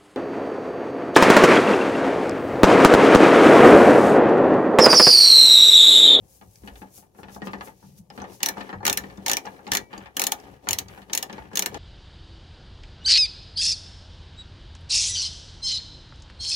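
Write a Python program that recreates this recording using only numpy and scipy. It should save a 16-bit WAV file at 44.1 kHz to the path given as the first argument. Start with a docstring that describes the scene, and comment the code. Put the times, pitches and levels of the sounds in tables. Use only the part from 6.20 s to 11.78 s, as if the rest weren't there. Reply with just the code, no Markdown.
"""A ratchet's pawl snaps over a few teeth on each back swing of eight strokes, ringing the steel.
A gloved hand first fits the socket to a bolt under a car; the socket knocks in its play.
Snaps, knocks and joint taps are noise bursts shaped by underbody and garage echoes, then filtered.
Thread, socket scrape, glove and sleeve are grainy coloured noise, gated by the moves of the hand.
Handling rumble, groans and soft thumps lie below, over the still air of the garage."""
import sys
import numpy as np
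from scipy import signal
from scipy.fft import rfft, irfft
from scipy.io import wavfile
from scipy.ndimage import uniform_filter1d

SR = 44100
rng = np.random.default_rng(int(sys.argv[2]) if len(sys.argv) > 2 else 0)


def output_pcm(signal):
    """Save a mono or channel-first signal as 16-bit PCM at the path in sys.argv[1].

    Samples are clipped to [-1, 1] before scaling.
    """
    pcm = np.clip(np.atleast_2d(signal).T, -1, 1) * 32767
    wavfile.write(sys.argv[1], SR, np.round(pcm).astype(np.int16))


N = 246078
BLOW_SAMPLES = 16384
TIME_S, AGE_S = np.arange(N) / SR, np.arange(BLOW_SAMPLES) / SR  # scene time, time since a blow
HZ = np.fft.rfftfreq(2 * BLOW_SAMPLES, 1 / SR)


def amp(db):
    """Amplitude ratio of a level in dB."""
    return 10 ** (np.asarray(db) / 20)


def read(points, hz):
    """A spectrum joined by straight lines on a log-frequency axis."""
    point_hz, value = np.transpose(points)
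    return np.interp(np.log(hz + 1), np.log(point_hz + 1), value)


def add(mix, start_s, sound):
    """Mixes a sound into the scene from start_s on."""
    part = mix[:, max(round(start_s * SR), 0):][:, :sound.shape[1]]
    part += sound[:, :part.shape[1]]


def move(start_s, length_s, rise_s, fall_s, sag_db_per_s=0):
    """Gain of one move of the hand: linear rise, hold with optional sag, exponential fall."""
    age_s = np.maximum(TIME_S - start_s, 0)
    rise = np.minimum(age_s / rise_s, 1)
    fall = np.exp(-np.maximum(age_s - length_s, 0) / fall_s)
    return rise * amp(-sag_db_per_s * age_s) * fall


def bump(hz, centre_hz, width_hz):
    """The shape of one resonance, 1 at its top."""
    return 1 / (1 + (2 * (hz - centre_hz) / width_hz) ** 2)


# Resonances and hollows of floor pan and gap below. Each row: centre in Hz, width in Hz, gain in dB.
PANEL_MODES = [(192.8, 21.3, 12), (280, 50, 5.5), (405, 17, 3), (548, 38, 7), (599, 164, -6),
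               (754, 19.3, 6), (875, 150, 3.5), (1224, 98, 5.5), (1300, 58, -9), (1500, 19, -4.5),
               (1606, 28, 3), (1682, 44, 4.5), (1770, 60, 7), (1924, 16, 8), (2380, 58, 4), (2930, 81, 4.5),
               (5650, 160, 3)]


def panels_db(hz):
    """Colour that the car's panels give to whatever shakes them."""
    return sum(db * bump(hz, centre_hz, width_hz) for centre_hz, width_hz, db in PANEL_MODES)


def contact_modes_db(depth_db, width_hz, count=16):
    """Each new contact point favours other modes of the steel; width_hz holds at 5 kHz."""
    centres_hz = np.geomspace(1300, 14500, count) * rng.uniform(.93, 1.07, count)
    heights = rng.uniform(.3, 1.2, count)
    shape = sum(height * bump(HZ, centre_hz, width_hz * np.sqrt(centre_hz / 5000))
                for centre_hz, height in zip(centres_hz, heights))
    return depth_db * (shape - uniform_filter1d(shape, 2001))  # less its average over 2.7 kHz


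# Likeness of the two channels. Each row: frequency in Hz, correlation from -1 to 1.
CHANNEL_LIKENESS = [(50, 0.9), (130, 0.95), (300, 0.6), (550, 0.6), (850, 0.4), (1200, 0.069), (1800, -0.6),
                    (2600, 0.24), (4500, 0.099), (16000, -0.056)]
# Stereo balance. Each row: frequency in Hz, left minus right in dB.
CHANNEL_BALANCE = [(60, 0), (180, 4.5), (380, 8.5), (700, 6), (1300, 2), (2600, 2.5), (4500, 3),
                   (6200, -1.5), (7300, 7), (8600, 10), (10500, 7.5), (13500, 2), (15500, 2.5)]


def stereo(z, hz):
    """Two unrelated spectra become left and right, alike and balanced by frequency."""
    same = np.clip(read(CHANNEL_LIKENESS, hz), -1, 1)
    tilt = amp(read(CHANNEL_BALANCE, hz) / 2)
    right = same * z[0] + np.sqrt(1 - same ** 2) * z[1]
    return np.array([z[0] * tilt, right / tilt])


def coloured(sound, colour_db):
    """Minimum-phase filter: the colour rings after the blow, never before."""
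    log_gain = np.log(amp(np.r_[colour_db, colour_db[-2:0:-1]]))
    response = np.exp(np.conj(signal.hilbert(log_gain)))[:len(HZ)]
    spectrum = stereo(rfft(sound, 2 * BLOW_SAMPLES), HZ)
    return irfft(spectrum * response)[:, :BLOW_SAMPLES]


# Reflections by band, levels relative to the underbody. Each row: centre in Hz, first flash in dB,
# underbody t60 in seconds, garage in dB, garage t60 in seconds.
ECHO_BANDS = [(100, -21, 0.16, -9, 0.47), (300, -9, 0.18, 2.5, 0.22), (800, -7, 0.14, -8.5, 0.17),
              (1800, 5.5, 0.11, -9, 0.12), (3880, 7.5, 0.039, -10, 0.12), (6700, 13.5, 0.044, -13, 0.13),
              (13100, 12, 0.055, -18.5, 0.16)]


def echoes(flash_s):
    """One blow as it arrives: a flash off the tool, dense underbody reflections, the garage."""
    z = rfft(rng.choice([-1., 1.], (2, BLOW_SAMPLES)), 2 * BLOW_SAMPLES)
    out = 0
    centres_hz = [row[0] for row in ECHO_BANDS]
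    band_weights = np.eye(len(ECHO_BANDS))
    for weights, (hz, flash_db, near_t60_s, room_db, room_t60_s) in zip(band_weights, ECHO_BANDS):
        band = irfft(z * read(np.c_[centres_hz, weights], HZ))[:, :BLOW_SAMPLES]
        # flash_s is the time constant at 7 kHz; the treble of the flash dies first
        flash = np.exp(-AGE_S / (flash_s * (7000 / hz) ** .4))
        power = (amp(flash_db) * flash) ** 2
        power += amp(-60 * AGE_S / near_t60_s) ** 2
        power += amp(room_db - 60 * AGE_S / room_t60_s) ** 2
        out = out + band * np.sqrt(power * SR / power.sum())
    return out * (1 - np.exp(-AGE_S / .0001))


def blend(paths, shared):
    """Part of the echo pattern stays from blow to blow, part changes as hand and tool move."""
    shared = np.clip(shared, 0, 1)
    weights = rng.standard_normal(len(paths) - 1)
    moving = np.tensordot(weights / np.linalg.norm(weights), paths[1:], 1)
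    return np.sqrt(shared) * paths[0] + np.sqrt(1 - shared) * moving


# Steel modes of wrench and extension. Each row: frequency in Hz, level in dB, t60 in seconds.
STEEL_MODES = [(970, -27.5, 0.32), (1790, -34.5, 0.066), (2295, -30, 0.56), (4270, -16.5, 0.057),
               (5670, -22.5, 0.075), (6300, -39, .1), (6800, -22.5, 0.11)]


def steel():
    """The tool's own modes: decaying sines, each with a random phase per channel."""
    out = 0
    for hz, db, t60_s in STEEL_MODES:
        phase = hz * AGE_S + rng.random((2, 1))
        mode = amp(-60 * AGE_S / t60_s) * np.sin(2 * np.pi * phase)
        out = out + amp(db) * mode / np.sqrt((mode ** 2).sum() / (2 * SR))
    return out


def friction(colour, grain_db, grain_s, panel_share):
    """Noise that comes in small uneven slips, coloured by what it shakes; its mono mix has rms 1."""
    hz = np.fft.rfftfreq(N, 1 / SR)
    slips = irfft(rfft(rng.standard_normal(N)) / (1 + (hz * grain_s) ** 2), N)
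    slip_gain = amp(grain_db * np.clip(slips / slips.std(), -3, 3))
    z = rfft(rng.standard_normal((2, N)) * slip_gain)
    gain = amp(read(colour, hz) + panel_share * panels_db(hz))
    out = irfft(stereo(z, hz) * gain, N)
    return out / out.mean(0).std()


# Spectrum of the still garage. Each row: frequency in Hz, relative density in dB.
AIR_COLOUR = [(18, -33.5), (30, 16), (97, 11), (379, -12), (532, 7.5), (1330, -66), (6540, -29.5),
              (7260, -54), (11900, -37), (15500, -34.5)]
AIR_DB = -70.5


def air():
    """The still air of the garage: steady, faintly uneven noise."""
    return amp(AIR_DB) * friction(AIR_COLOUR, grain_db=1.5, grain_s=.01, panel_share=0)


# Soft low thumps. Each row: start in seconds, peak in dB, pitch in Hz.
THUMP_EVENTS = [(0.506, -42.5, 55.4), (2.553, -39.5, 100), (4.48, -40, 98), (5.375, -42, 188)]


def thumps():
    """A soft thump: a sine that swells for 25 ms and dies away."""
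    out = np.zeros((2, N))
    swell = AGE_S / .025 * np.exp(1 - AGE_S / .025)
    for start_s, peak_db, hz in THUMP_EVENTS:
        add(out, start_s, amp(peak_db) * swell * np.sin(2 * np.pi * hz * AGE_S)[None])
    return out


# The hand leans on the tool. Each row: start in seconds, length in seconds, rumble level in dB.
LEAN_MOVES = [(0, 0.054, -51), (0.225, 0.051, -57), (0.415, .22, -53), (0.73, 0.091, -68), (0.985, .1, -54),
              (1.118, 0.41, -51), (1.62, 0.25, -53), (1.93, 0.37, -54.5), (2.302, 0.25, -58),
              (2.533, .25, -44.5), (2.786, 0.32, -48), (3.08, .32, -61), (3.474, 0.15, -49),
              (3.74, 0.14, -53), (4.224, 0.25, -56), (4.476, 0.28, -47.5), (4.814, 0.23, -57.5),
              (5.042, 0.46, -51.5), (5.491, .12, -45.5)]
LEAN_RISE_S, LEAN_FALL_S, LEAN_SAG_DB_PER_S, RESTING_RUMBLE_DB = 0.012, 0.026, 13, -62.5
# Groans as the hand changes grip. 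Each row: start in seconds, length in seconds, level in dB.
GROAN_MOVES = [(1.622, 0.11, -52), (1.777, 0.032, -44.5), (1.842, 0.024, -62.5)]
GROAN_RISE_S, GROAN_FALL_S = 0.0094, 0.034
# Spectrum of the rumble. Each row: frequency in Hz, relative density in dB.
RUMBLE_SPECTRUM = [(20, -22), (38, -17), (58, 1.5), (80, -2), (105, 0.5), (145, -5), (200, -8),
                   (400, -48.5), (1000, -53.5)]
# Spectrum of the groans. Each row: frequency in Hz, relative density in dB.
GROAN_SPECTRUM = [(40, -28), (100, -17), (140, 4.5), (185, 2), (260, -25), (500, -35), (2000, -70)]


def handling():
    """The tool rumbles under the weight of the hand, and groans as the grip changes."""
    weight = sum(amp(db) * move(start_s, length_s, LEAN_RISE_S, LEAN_FALL_S, LEAN_SAG_DB_PER_S)
                 for start_s, length_s, db in LEAN_MOVES)
    regrip = sum(amp(db) * move(start_s, length_s, GROAN_RISE_S, GROAN_FALL_S)
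                 for start_s, length_s, db in GROAN_MOVES)
    rumble_gain = np.hypot(amp(RESTING_RUMBLE_DB), weight)
    rumble = rumble_gain * friction(RUMBLE_SPECTRUM, grain_db=-3.5, grain_s=0.046, panel_share=0.44)
    groan = regrip * friction(GROAN_SPECTRUM, grain_db=5.5, grain_s=0.021, panel_share=.4)
    return rumble + groan + thumps()


# Brushes along the tool while fitting it. Each row: middle in seconds, length in seconds,
# glove level in dB, sleeve level in dB.
BRUSH_MOVES = [(0.14, 0.14, -59, -84), (0.368, 0.19, -62.5, -73), (0.472, 0.036, -59, -82),
               (0.59, .09, -58, -79), (0.772, 0.079, -49.5, -88), (0.998, 0.064, -62, -77),
               (1.144, .06, -53.5, -58), (1.264, 0.034, -54, -57), (1.332, 0.048, -62, -77),
               (1.459, 0.067, -52.5, -85), (1.657, 0.18, -65, -66.5), (1.784, 0.031, -56.5, -70),
               (1.97, 0.066, -61.5, -72), (2.143, 0.082, -55, -59)]
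RESTING_RUB_DB = -83
# Spectrum of the glove rub. Each row: frequency in Hz, relative density in dB.
GLOVE_SPECTRUM = [(300, -24.5), (1500, -10), (3500, -8), (4800, -3), (6400, 3.5), (8000, -2.5), (11000, 2),
                  (15500, -0.5)]
# Spectrum of the sleeve rub. Each row: frequency in Hz, relative density in dB.
SLEEVE_SPECTRUM = [(500, -29.5), (1800, -4), (3800, -3), (5000, 1), (6400, 1.5), (8000, -21), (15500, -11)]


def cloth(sliding):
    """Each brush of glove and sleeve swells and fades evenly; later the glove slides on the handle."""
    glove, sleeve = amp(RESTING_RUB_DB) + sliding, 0
    for middle_s, length_s, glove_db, sleeve_db in BRUSH_MOVES:
        swell = 1 / np.cosh(np.pi * np.clip((TIME_S - middle_s) / length_s, -10, 10))
        glove = glove + amp(glove_db) * swell
        sleeve = sleeve + amp(sleeve_db) * swell
    glove_rub = glove * friction(GLOVE_SPECTRUM, grain_db=2.5, grain_s=0.0019, panel_share=.3)
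    sleeve_rub = sleeve * friction(SLEEVE_SPECTRUM, grain_db=1.0, grain_s=0.004, panel_share=.3)
    return glove_rub + sleeve_rub


# A free back swing, then a drive that turns the bolt. Each row: swing start in seconds, drive start
# in seconds, drive length in seconds, then drive levels of thread grind, socket scrape, glove slide in dB.
STROKE_MOVES = [(2.19, 2.349, 0.15, -47, -56, -67), (2.62, 2.785, 0.2, -51.5, -76, -68),
                (3.009, 3.221, 0.15, -51.5, -75, -67), (3.428, 3.695, 0.14, -53.5, -52.5, -71),
                (3.942, 4.158, 0.18, -51.5, -62.5, -70), (4.414, 4.671, 0.12, -53, -57, -63.5),
                (4.877, 5.102, 0.13, -51, -57, -70.5), (5.304, 5.511, .15, -42.5, -59, -66.5)]
SWING_S, SWING_GRIND_DB, SWING_SLIDE_DB = 0.2, -49.5, -70.5
STROKE_RISE_S, STROKE_FALL_S = 0.038, 0.059
STROKE_SAG_DB_PER_S = 14  # the hand eases off towards the end of each move


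def strokes():
    """Gains of thread grind, socket scrape and glove slide as the handle swings back and drives."""
    grind = scrape = slide = 0
    shape = STROKE_RISE_S, STROKE_FALL_S, STROKE_SAG_DB_PER_S
    for swing_start_s, drive_start_s, drive_s, grind_db, scrape_db, slide_db in STROKE_MOVES:
        swing = move(swing_start_s, SWING_S, *shape)
        drive = move(drive_start_s, drive_s, *shape)
        grind = grind + amp(SWING_GRIND_DB) * swing + amp(grind_db) * drive
        scrape = scrape + amp(scrape_db) * drive
        slide = slide + amp(SWING_SLIDE_DB) * swing + amp(slide_db) * drive
    return grind, scrape, slide


# Colour of a knock or joint tap. Each row: frequency in Hz, gain in dB.
KNOCK_COLOUR = [(40, -4), (110, 5.5), (210, 12), (400, 11.5), (800, 12.5), (1400, 5.5), (3000, -2.5),
                (4200, -8), (8000, -25.5), (16000, -45)]


def rattle(turning, per_s, tap_db):
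    """Tiny taps of four loose joints come at random, harder while the thread grinds."""
    tapped = rng.random(N) < per_s / SR
    strength = amp(3.43 * np.minimum(rng.exponential(1, N), 3))
    taps = tapped * strength * turning
    joint = rng.integers(0, 4, N)
    out = 0
    for k in range(4):
        colour = read(KNOCK_COLOUR, HZ) + panels_db(HZ) + contact_modes_db(depth_db=10.5, width_hz=200)
        tap = coloured(echoes(flash_s=0.00093), colour)
        out = out + signal.oaconvolve((taps * (joint == k))[None], tap, axes=1)[:, :N]
    return amp(tap_db) * out


# Fingers twist the socket onto the bolt. Each row: start in seconds, length in seconds, grind in dB.
TWIST_MOVES = [(0, 0.0081, -63), (0.4, 0.27, -59), (0.955, 0.35, -57.5), (1.207, 0.28, -52.5),
               (1.911, 0.21, -50.5)]
TWIST_RISE_S, TWIST_FALL_S, RESTING_GRIND_DB = 0.042, 0.035, -67
# Spectrum of the thread grind. 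Each row: frequency in Hz, relative density in dB.
GRIND_SPECTRUM = [(60, -8), (130, 0), (200, -1.5), (400, 8), (800, 1.5), (1400, -13.5), (3000, -16),
                  (6000, -19), (16000, -53)]
# Spectrum of the socket scraping in its play. Each row: frequency in Hz, relative density in dB.
SCRAPE_SPECTRUM = [(200, -14), (800, 1), (1500, 9.5), (3200, 2), (5000, -20.5), (8000, -28), (16000, -38.5)]


def thread(driven, scraping):
    """Thread grinds and joints rattle as the tool twists or strokes; under load the socket scrapes."""
    twisted = sum(amp(db) * move(start_s, length_s, TWIST_RISE_S, TWIST_FALL_S)
                  for start_s, length_s, db in TWIST_MOVES)
    turning = driven + twisted
    grind_gain = amp(RESTING_GRIND_DB) + turning
    grind = grind_gain * friction(GRIND_SPECTRUM, grain_db=2.5, grain_s=0.011, panel_share=0.85)
    scrape = scraping * friction(SCRAPE_SPECTRUM, grain_db=4.5, grain_s=0.004, panel_share=1.0)
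    return grind + scrape + rattle(turning, per_s=45, tap_db=-23)


# Louder knocks of socket and extension on the bolt. Each row: start in seconds, relative level in dB,
# weight in dB, hardness in dB, main resonance in Hz.
KNOCK_EVENTS = [(0.213, -61, 2.5, 2, 720), (0.435, -67, 17.5, 4, 890), (0.475, -56, 0, 11, 1790),
                (0.556, -65.5, -13, 15, 1640), (0.618, -56, 6, -1, 860), (0.778, -70, 5, -29, 730),
                (0.825, -70, 1, -1, 890), (0.949, -70, 5, -1, 740), (0.988, -58.5, 2, -24, 706),
                (1.032, -56.5, 0, 6.5, 1800), (1.084, -58, 0, 2.5, 1900), (1.161, -53, 1.5, -36, 680),
                (1.219, -49, 8, 0, 1860), (1.271, -48.5, 4, 4, 1160), (1.333, -46, -0.5, 2, 1790),
                (1.409, -49, -10, 4, 1700), (1.474, -57, -1.5, 1.5, 900), (1.627, -66, 6, -18, 920),
                (1.902, -60.5, 1, 7, 796), (1.977, -52, 7, 0.5, 1270), (2.001, -58, -2, 9.5, 780),
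                (2.017, -50, 2.5, -16, 820), (2.041, -51, -3, 0, 1800), (2.205, -58, -10, 13, 1800),
                (2.37, -48.5, 2.5, -12, 860), (2.409, -51, -7.5, 11, 1790), (2.492, -49.5, -4, -0.5, 1790),
                (2.529, -45.5, -2, -7.5, 1790), (2.605, -54, -5, -33, 780), (2.63, -48, 0, -11, 1780),
                (2.838, -55, 6.5, 6, 1800), (2.9, -61.5, -6.5, 8, 1800), (2.98, -62, 11.5, -19, 680),
                (3.252, -52, -4.5, 0, 800), (3.267, -49, -9, 3, 915), (3.391, -59, -8.5, -10, 520),
                (3.468, -54, 5.5, 10.5, 820), (3.477, -55.5, -8, 5, 830), (3.73, -50.5, -2.5, 5, 870),
                (3.777, -58.5, 5.5, -3, 803), (3.859, -56, -17, 4.5, 1790),
                (4.471, -43.5, -8.5, -4.5, 1800), (4.685, -67, -3, 17, 1230), (4.776, -57, 1.5, -1, 800),
                (4.818, -64, -14, 12, 1780), (4.898, -56, -8, 8, 1790), (5.097, -53, 0, 7.5, 1850),
                (5.128, -59, 7, 12.5, 1570), (5.18, -50.5, -4, -3, 880), (5.315, -58, -12, -14, 1790),
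                (5.332, -56, 9, 1.5, 1670), (5.543, -52, -3, 10, 800)]


def socket():
    """Dull knocks pass through the bolt into the floor pan; the loose joint bounces once."""
    out = np.zeros((2, N))
    paths = np.array([echoes(flash_s=0.00061) for _ in range(10)])
    for start_s, db, weight_db, hard_db, main_hz in KNOCK_EVENTS:
        colour = read(KNOCK_COLOUR, HZ) + panels_db(HZ)
        colour += read([(300, weight_db), (600, 0.0055), (1500, 0.0016), (3500, hard_db)], HZ)
        colour += 7 * bump(HZ, main_hz, 120) + contact_modes_db(depth_db=7.5, width_hz=160)
        knock = coloured(blend(paths, shared=0.38), colour) + amp(-10.5) * steel()
        add(out, start_s, amp(db - 5.5) * knock)
        bounce = coloured(blend(paths, shared=0.33), colour)
        add(out, start_s + rng.uniform(0.002923, 0.012), amp(db - 10.5) * bounce)
    return out


# Light ticks of the loose ratchet head. 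Each row: start in seconds, relative level in dB.
TICK_EVENTS = [(0.357, -76), (1.147, -71.5), (1.901, -79), (2.018, -74), (2.204, -74), (2.372, -80),
               (2.974, -77), (3.256, -69), (3.477, -76), (3.779, -70), (4.2, -76.5), (4.683, -75),
               (5.128, -69.5), (5.333, -78), (5.544, -66.5)]
# Colour of a tick. Each row: frequency in Hz, gain in dB.
TICK_COLOUR = [(100, -16), (800, -9.5), (2500, -5.5), (4500, 7), (6400, 13.5), (8000, -0.5), (12000, -10),
               (15500, -5.5)]


def head_ticks(paths):
    """The loose ratchet head ticks lightly, sharing the echo paths of the pawl."""
    out = np.zeros((2, N))
    for start_s, db in TICK_EVENTS:
        colour = read(TICK_COLOUR, HZ) + contact_modes_db(depth_db=19.5, width_hz=670)
        add(out, start_s, amp(db) * coloured(blend(paths, shared=0.19), colour))
    return out


# Pawl snaps. Each row: start in seconds, relative level in dB, hollow knock in dB, body in dB,
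# ring in dB, lower ring in Hz, upper ring in Hz.
SNAP_EVENTS = [(2.231, -39, 1, -3.5, 1.5, 2800, 6300), (2.26, -39, 8.5, -4.5, -2.5, 3920, 5750),
               (2.287, -39.5, 3, -2, -7.5, 3900, 5850), (2.6528, -43, -24, 9.5, -1.5, 4000, 5670),
               (2.666, -40, -4, 5, -1, 3830, 6740), (2.6783, -42, 10.5, 2.5, 2.5, 3150, 6900),
               (2.6978, -42, 5.5, 2.5, 2.5, 3790, 6660), (2.728, -40, -8, -6.5, -5.5, 2680, 6600),
               (2.7738, -39.5, -9.5, 0, -4, 4070, 5630), (3.063, -46.5, 9, 5, 3.5, 4230, 6460),
               (3.0822, -42.5, 18, -5.5, 0.5, 3420, 6600), (3.0967, -43.5, -7, 6, 4, 4300, 6840),
               (3.1151, -41, 7.5, -1.5, 0, 3370, 6100), (3.1333, -43.5, 8, -2.5, 2, 3050, 5800),
               (3.169, -43.5, 9.5, -3, 0.5, 2470, 5740), (3.5184, -44, -5, 9, 5, 3320, 5940),
               (3.5349, -43.5, 16, -3, -1, 3350, 7200), (3.5506, -39.5, -14, 5, -3, 4100, 6450),
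               (3.5706, -44.5, -18, 3, 3, 4270, 6700), (3.9683, -42.5, -7, 2, -5, 3140, 6700),
               (3.9958, -40.5, 11, -3.5, -1.5, 4100, 6700), (4.0176, -39.5, -8, 3.5, -4.5, 4100, 5700),
               (4.039, -42.5, 10.5, -7.5, -1, 4100, 6960), (4.0682, -38, 9, -5.5, -4.5, 4100, 6850),
               (4.1203, -39.5, 14, -5.5, -4, 3700, 6600), (4.488, -42.5, 5, -1, 1, 3800, 6840),
               (4.5087, -42, 7, -4.5, -4.5, 3070, 7000), (4.531, -39, 0.5, -7.5, -2, 4000, 5450),
               (4.587, -41, 2.5, -9, -2.5, 4000, 6500), (4.9327, -44.5, 6, -3, 4, 4060, 6500),
               (4.9504, -40.5, 3, -8.5, -4.5, 2740, 6600), (4.9756, -40, 1, -7, -1.5, 3150, 7000),
               (5.0274, -46, 12.5, -3, -2, 3860, 6750), (5.356, -45, 0, -2.5, -3, 3900, 6530),
               (5.3726, -41.5, -4, -1, 0.5, 3700, 6850), (5.393, -39.5, 4, -6, -3, 4040, 6700),
               (5.423, -45, 3, 1, -0.5, 3850, 5940), (5.46, -42.5, -2, 0.5, -2.5, 3900, 7700)]
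# Colour of a snap. Each row: frequency in Hz, gain in dB.
SNAP_COLOUR = [(40, -12.5), (110, -22), (220, 1), (500, 5.5), (850, 5.5), (1300, 0), (1800, 4), (2600, 0.5),
               (4700, 2), (6400, 11.5), (8000, 0), (11000, 1.5), (13000, 2), (15500, 2)]
# Two scrapes before each snap, a bounce after. Each row: mean delay in seconds, level re snap in dB.
SNAP_CONTACTS = [(-.0028, -25), (-.0013, -18), (.0042, -13)]
SNAP_PAN_DB = -1.8  # added to left minus right


def pawl():
    """The pawl scrapes up each tooth, snaps down, bounces, and rings the ratchet head."""
    paths = np.array([echoes(flash_s=0.0014) for _ in range(10)])
    out = np.zeros((2, N))
    for start_s, db, hollow_db, body_db, ring_db, lower_hz, upper_hz in SNAP_EVENTS:
        colour = read(SNAP_COLOUR, HZ) + panels_db(HZ)
        colour += read([(1700, body_db), (3500, ring_db + 3.5), (6300, ring_db - 2.0), (9500, 0.016)], HZ)
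        # the pawl's two resonances shift from tooth to tooth; the socket adds a hollow knock
        colour += 6.5 * bump(HZ, lower_hz, 450) + 5.5 * bump(HZ, upper_hz, 600) - 2.6
        colour += hollow_db * bump(HZ, 810, 330)
        colour += contact_modes_db(depth_db=7.5, width_hz=380)
        gain = amp(db + SNAP_PAN_DB * np.array([[.5], [-.5]]))
        snap = coloured(blend(paths, shared=0.55), colour) + amp(body_db / 2) * steel()
        add(out, start_s, gain * snap)
        for delay_s, contact_db in SNAP_CONTACTS:
            contact_s = start_s + delay_s * rng.uniform(.7, 1.3)
            contact = coloured(blend(paths, shared=0.15), colour)
            add(out, contact_s, gain * amp(contact_db) * contact)
    return out + head_ticks(paths)


def scene():
    """Still air, hand, cloth, thread and socket under the snapping pawl."""
    driven, scraping, sliding = strokes()
    background = air() + handling() + cloth(sliding)
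    return background + thread(driven, scraping) + socket() + pawl()


def record(dry):
    """A 32 Hz high-pass sheds the deepest bass; a low-pass ends the band at 15.9 kHz."""
    highpass = signal.butter(2, 32, "high", fs=SR, output="sos")
    lowpass = signal.firwin(255, 15900, window=("kaiser", 8), fs=SR)
    return signal.oaconvolve(signal.sosfilt(highpass, dry), lowpass[None], "same")


dry = scene()
out = record(dry)
output_pcm(out)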